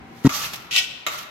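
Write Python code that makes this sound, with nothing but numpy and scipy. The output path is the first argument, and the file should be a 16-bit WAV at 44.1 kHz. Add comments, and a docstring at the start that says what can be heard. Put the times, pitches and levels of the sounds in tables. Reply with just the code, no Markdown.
"""A bare, echoing room, where a steel trowel works wet mortar on a stone ledge.
Something judders, short and low, against the microphone. Sand rasps under the blade in a long stroke
that ends in a squeak, and lumps crunch in a scuff. The edge grates over bare stone and rings hard,
then the blade slaps down and smooths the mortar. The building rumbles underneath, and at the start
a faint machine whines far off."""
import sys
import numpy as np
from scipy import signal
from scipy.fft import rfft, irfft
from scipy.io import wavfile

SR = 44100
rng = np.random.default_rng(int(sys.argv[2]) if len(sys.argv) > 2 else 0)


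def inscribe(sig):
    """Save sig as 16-bit PCM at rate SR to the path in sys.argv[1].

    A 1-D sig is mono; a 2-D sig holds one channel per row.
    Samples are clipped to [-1, 1] before scaling.
    """
    pcm = np.round(np.clip(np.atleast_2d(sig).T, -1, 1) * 32767)
    wavfile.write(sys.argv[1], SR, pcm.astype(np.int16))


N = 57330


def amp(db):
    """Decibels to gain."""
    return 10 ** (np.asarray(db) / 20)


def unit_rms(x):
    """Scales to rms 1."""
    return x / np.sqrt(np.mean(x ** 2) + 1e-20)


def curve_at(points, hz):
    """Reads a table on a log-frequency axis."""
    freq_hz, value = np.transpose(points)
    return np.interp(np.log(hz + 1), np.log(freq_hz + 1), value)


def envelope(points):
    """Gain of one gesture over time, silent outside it."""
    time_s, level_db = np.transpose(points)
    return amp(np.interp(np.arange(N) / SR, time_s, level_db, left=-150, right=-150))


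def convolve(x, response):
    """Plays a signal through a stereo response."""
    return signal.fftconvolve(np.atleast_2d(x), response, axes=1)[:, :N]


# Stereo image of all but the stone scrape: freq_hz, left_minus_right_db
PAN = [(150, 2.5), (1300, 2.5), (2100, 0.5), (3000, 6), (4200, 1.5), (5500, -8.5), (6800, -29),
       (8500, -16.5), (10500, -11), (13000, -19), (15000, -2)]

def pan_gains(hz, pan=PAN):
    """Left and right gains at constant power."""
    ratio = amp(curve_at(pan, hz))
    return np.array([ratio, np.ones_like(ratio)]) / np.sqrt((1 + ratio ** 2) / 2)


def colour(x, spectrum, pan=PAN, size=2048):
    """Minimum-phase stereo EQ of unit energy."""
    hz = abs(np.fft.fftfreq(size, 1 / SR))
    log_gain = np.log(unit_rms(amp(curve_at(spectrum, hz))) * pan_gains(hz, pan) + 1e-6)
    response = np.fft.ifft(np.exp(np.conj(signal.hilbert(log_gain)))).real
    return convolve(x, response[:, :size // 2])


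def blade_ring(drive, modes, pan=PAN):
    """The steel rings in decaying modes, each with its own phase left and right."""
    t = np.arange(SR // 2) / SR
    ring = sum(pan_gains(hz, pan)[:, None] * amp(db - 60 * t / t60) / np.sqrt(t60)
               * np.sin(2 * np.pi * (hz * t + rng.random((2, 1)))) for hz, db, t60 in modes)
    return convolve(drive, ring / np.sqrt(np.sum(ring ** 2) / 2))


def grit(grains_per_s, spread_db=2.5):
    """Grains snap under the edge: many small, a few large, each radiating unevenly."""
    size = amp(spread_db * np.minimum(rng.exponential(1, N), 3))
    grains = size * (rng.random(N) < grains_per_s / SR)
    centre, sides = rng.choice([-1., 1.], N), rng.choice([-1., 1.], (2, N))
    return unit_rms(grains * (centre + 1.12 * sides))


def bursts(hits, snap_db):
    """Each hit is one sharp snap, then a short crunch that dies away."""
    t = np.arange(N) / SR
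    crunch = sum(amp(db) * (t >= start) * np.exp(-abs(t - start) / fade) for start, db, fade in hits)
    snaps = sum(amp(db + snap_db) * (np.arange(N) == round(start * SR)) for start, db, _ in hits)
    return snaps + crunch * rng.choice([-1., 1.], (2, N))


# Decay of the bare room: freq_hz, t60_s
ROOM_DECAY = [(150, 1.3), (1300, 1.42), (3000, 1.034), (6000, 0.62), (12000, 0.57), (16000, 0.6)]

def room(x, wet_db, early_db=-4, early_t60_s=0.04, build_s=0.0094):
    """Quick echoes off the ledge and floor, then the room's tail, darkening as it fades."""
    t = np.arange(SR) / SR
    early, tail = rng.standard_normal((2, 2, SR)) * (rng.random((2, 2, SR)) < .1)
    early = early * amp(-60 * t / early_t60_s) * (t > .002)
    hz, frame_s, bands = signal.stft(tail * np.minimum(t / build_s, 1) ** 2, SR, nperseg=256)
    decay = amp(-60 * frame_s / curve_at(ROOM_DECAY, hz)[:, None])
    tail = signal.istft(bands * decay, SR, nperseg=256)[1][:, :SR]
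    echoes = amp(early_db) * unit_rms(early) + amp(wet_db) * unit_rms(tail)
    return x + convolve(x, echoes / np.sqrt(SR))


# Likeness of the noise beds left and right: freq_hz, correlation
COHERENCE = [(100, 0.76), (300, 0.96), (800, 0), (2000, 0)]

def diffuse_noise(spectrum):
    """A noise bed, near mono in the bass and wide above it."""
    hz = np.fft.rfftfreq(N, 1 / SR)
    left, independent = rfft(rng.standard_normal((2, N)))
    shared = np.clip(curve_at(COHERENCE, hz), 0, 1)
    right = shared * left + np.sqrt(1 - shared ** 2) * independent
    return unit_rms(irfft(np.array([left, right]) * amp(curve_at(spectrum, hz)) * pan_gains(hz), N))


# The building's low end: freq_hz, gain_db
RUMBLE_EQ = [(15, -47), (25, -35), (59, -5.5), (71, -2.5), (97, -4), (139, 1.5), (172, -2.5), (237, -1.5),
             (265, -4), (319, -5.5), (429, -10), (480, -11), (620, -23), (1060, -120)]

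def building_rumble(level_db=-45.5, fall_db_per_s=8.5, swell_db=1.5):
    """The building's lumpy rumble, wavering as it fades."""
    t = np.arange(N) / SR
    swell = sum(np.sin(2 * np.pi * (hz * t + rng.random())) for hz in np.geomspace(3, 20, num=12))
    return amp(level_db - fall_db_per_s * t + swell_db * unit_rms(swell)) * diffuse_noise(RUMBLE_EQ)


# Tones of the far machine: pitch_hz, level_db
MACHINE_TONES = [(232, -50.5), (778, -54)]

def machine_whine(stop_s=0.31, release_s=0.016):
    """A far machine holds two thin tones, then stops."""
    t = np.arange(N) / SR
    whine = sum(amp(db) * np.sqrt(2) * np.sin(2 * np.pi * (hz * t + rng.random()))
                for hz, db in MACHINE_TONES)
    return whine * np.clip((stop_s - t) / release_s, 0, 1)


# The building's midrange wash: freq_hz, gain_db
AIR_EQ = [(210, -25), (350, -5.5), (490, -6.5), (696, -4.5), (791, 0), (899, -7), (959, -0.5), (1140, -7.5),
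          (2270, -7.5), (2460, -11.5), (16000, -47)]

def building_air(level_db=-47, fall_db_per_s=3.5):
    """A soft wash of room tone, slowly fading."""
    t = np.arange(N) / SR
    return amp(level_db - fall_db_per_s * t) * diffuse_noise(AIR_EQ)


# Blade pressure for the lead-in, long stroke, scuff and smoothing pass: time_s, drive_db
REACH = [(0, -72), (.14, -57.5), (.17, -50.5), (.235, -51.5), (.242, -37), (.272, -32.5), (.278, -55)]
SPREAD = [(.292, -47), (0.293, -30), (.306, -38.5), (.33, -31), (.342, -25.5), (.368, -27.5), (.395, -29.5),
          (0.426, -27), (.45, -25), (.48, -33), (.52, -50)]
SCUFF = [(.51, -51), (0.536, -34), (.548, -50), (.575, -58)]
SMOOTH = [(1.07, -62), (1.11, -35.5), (1.138, -31.5), (1.17, -40), (1.184, -30.5), (1.21, -40),
          (1.235, -39), (1.26, -91)]
# Lumps of sand crushed in the scuff: start_s, drive_db, fade_s
CRUMBS = [(.5345, -22.5, 0.0064), (.5425, -24.5, 0.0026), (.5585, -27, 0.0036)]
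# Swish at the fastest part of the long stroke: time_s, level_db
SWISH = [(.29, -41), (.325, -35.5), (.34, -30), (.368, -25.5), (.395, -38), (.44, -37)]
# Tone of the wet rasp and of the bright swish: freq_hz, gain_db
MORTAR_EQ = [(88, -15), (150, -4), (315, -24), (341, -35), (431, -14.5), (494, -16), (555, -11.5),
             (1060, -6), (1360, -8), (1900, -7), (2700, -4.5), (6020, -7.5), (9260, -18.5), (12900, -10.5),
             (16000, -23.5)]
SWISH_EQ = [(1500, -14), (3000, -7), (4500, 0.5), (6200, 5.5), (7500, -5), (9000, -32), (13000, -0.5),
            (16000, -26)]
# Ring under the long stroke and the smoothing pass, one curve each: time_s, drive_db
RING_CURVES = [
    [(.292, -32.5), (.32, -34), (.35, -41.5), (.39, -34.5), (.45, -54), (.48, -57)],
    [(1.07, -44), (1.12, -40), (1.15, -37), (1.175, -62), (1.25, -73)],
]
# Modes of the blade damped by mortar: pitch_hz, weight_db, t60_s
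DAMPED_MODES = [(1164, -6.5, 0.047), (1300, -8, 0.068), (1396.6, -6, 0.049)]

def mortar_strokes(grains_per_s=6300):
    """Sand in the wet mortar rasps under the damped blade, and swishes where it moves fast."""
    pressure = sum(map(envelope, (REACH, SPREAD, SCUFF, SMOOTH)))
    rasp = colour(pressure * grit(grains_per_s) + bursts(CRUMBS, snap_db=11.5), MORTAR_EQ)
    swish = colour(envelope(SWISH) * grit(grains_per_s), SWISH_EQ)
    ring = blade_ring(sum(map(envelope, RING_CURVES)) * grit(grains_per_s), DAMPED_MODES)
    return room(amp(-3.5) * rasp + swish + amp(1.5) * ring, wet_db=-7)


# Low buzz of the judder: harmonic_number, level_db
JUDDER_HARMONICS = [(1, -11.5), (2, -7.5), (3, -23), (4, -36), (7, -34), (8, -36), (10, -36), (14, -32)]
# Rasp on each slip: freq_hz, gain_db
SLIP_EQ = [(30, 10.5), (300, 8), (1300, 1), (2100, -12), (4200, -9.5), (7000, -11.5), (9000, -25),
           (15000, -31)]

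def judder(start_s=.247, length_s=0.03007, pitch_hz=135.6, ramp_s=0.0016, tail_s=0.028):
    """Something sticks and slips against the microphone housing: four dry cycles, each with a rasp."""
    t = np.arange(N) / SR - start_s
    gate = np.clip(np.minimum(t, length_s - t) / ramp_s, 0, 1)
    cycles = pitch_hz * t - .5
    # The two lowest harmonics peak together; the rest take random phases.
    buzz = sum(amp(db) * np.cos(2 * np.pi * (harmonic * cycles + (harmonic > 2) * rng.random()))
               for harmonic, db in JUDDER_HARMONICS)
    slips = unit_rms(0.27 + np.sin(np.pi * cycles) ** 4) * np.clip(2 * t / length_s, 0, 1)
    rasp = colour(gate * slips * rng.standard_normal(N), SLIP_EQ)
    tail = amp(-26) * (t > 0) * np.exp(-abs(t - length_s) / tail_s)
    return (gate + tail) * buzz * pan_gains(pitch_hz)[:, None] + amp(-18.5) * rasp


# Blade meeting mortar, a light touch and later a bouncing slap: start_s, drive_db, fade_s
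SLAPS = [(.2935, -26, 0.013), (1.0655, -15.5, 0.004), (1.0712, -23, 0.0072), (1.083, -30.5, 0.02)]
# Tone of the wet smack: freq_hz, gain_db
SLAP_EQ = [(59, -59), (100, -29), (271, -20), (662, -6.5), (930, -10), (1330, -2), (1550, -17),
           (2080, -5.5), (3540, -11), (3860, -8.5), (4290, -18.5), (4670, -18.5), (6990, -13.5),
           (8830, -34.5), (12700, -19.5), (16000, -41)]

def blade_slaps():
    """The flat of the blade lands and bounces, its ring choked by the mortar."""
    hits = bursts(SLAPS, snap_db=13)
    return room(colour(hits, SLAP_EQ) + amp(-13) * blade_ring(hits, DAMPED_MODES), wet_db=-5.5)


# Squeak at the end of the long stroke: time_s, level_db
SQUEAK = [(.395, -46), (.42, -49), (.447, -33.5), (.462, -40), (.48, -52)]

def edge_squeak(start_hz=3200, fall_hz_per_s=10000, width_hz=230):
    """The blade's edge sings briefly, a fuzzy note that falls as the stroke slows."""
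    pitch_hz = start_hz - fall_hz_per_s * (np.arange(N) / SR - SQUEAK[0][0])
    pole = np.exp(-np.pi * width_hz / SR)
    fuzz = signal.lfilter([1], np.poly([pole, pole]), rng.standard_normal((2, 2, N)))
    glide = np.exp(2j * np.pi * np.cumsum(pitch_hz) / SR)
    note = unit_rms(((fuzz[0] + 1j * fuzz[1]) * glide).real)
    return room(envelope(SQUEAK) * note * pan_gains(start_hz)[:, None], wet_db=-7)


# Blade pressure on bare stone: time_s, drive_db
SCRAPE = [(.707, -45), (.711, -28), (.721, -27), (.738, -24.5), (.757, -23.5), (.767, -16), (.775, -21.5),
          (.788, -15.5), (.797, -25), (.82, -27), (.85, -34)]
# The edge catching on grains of stone: start_s, drive_db, fade_s
CATCHES = [(.7587, -17, 0.00055), (.7622, -7.5, .002), (.7793, -11.5, 0.0017), (.7842, -16.5, 0.0022)]
# Hard tone of steel on stone: freq_hz, gain_db
STONE_EQ = [(120, -61), (200, -43.5), (735, -22), (851, -27.5), (1500, -18.5), (1740, -30), (1870, -5.5),
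            (2090, -16), (2290, -4.5), (3020, -1), (4430, -9), (5940, -10), (9400, -26), (13300, -24),
            (16000, -40)]
# Stereo image of the scrape: freq_hz, left_minus_right_db
STONE_PAN = [(700, 5), (2100, -3), (3000, 9), (4200, 2), (5500, -12.5), (7500, -22), (10500, -12),
             (15000, -11)]
# Modes of the free blade: pitch_hz, weight_db, t60_s
FREE_MODES = [(552, -7.5, 0.26), (743, -7, 0.15), (1502, -8.5, 0.45), (1860, -2.5, 0.28), (2327, -4, .2),
              (2640, -2.5, .2), (2950, -7, .16), (2860, -8.5, 0.27), (3365, 3.5, .13), (3720, -11, .2),
              (5190, -19, 0.2), (6468, -12, .18)]

def stone_scrape():
    """The edge grates over bare stone, catches, and sets the blade ringing."""
    drive = envelope(SCRAPE) * grit(grains_per_s=4000) + bursts(CATCHES, snap_db=9)
    grate = colour(drive, STONE_EQ, STONE_PAN)
    ring = blade_ring(drive, FREE_MODES, STONE_PAN)
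    return room(grate + amp(-12) * ring, wet_db=-10.5)


def scene():
    """Trowel work and the close judder over the building's background."""
    trowel = mortar_strokes() + edge_squeak() + stone_scrape() + blade_slaps()
    return trowel + judder() + building_rumble() + machine_whine() + building_air()


def record(dry, cutoff_hz=16000):
    """Clips at full scale and cuts the very top of the treble."""
    lowpass = signal.firwin(511, cutoff_hz, window=("kaiser", 9), fs=SR)
    return signal.oaconvolve(np.clip(dry, -1, 1), lowpass[None], "same")


dry = scene()
out = record(dry)
inscribe(out)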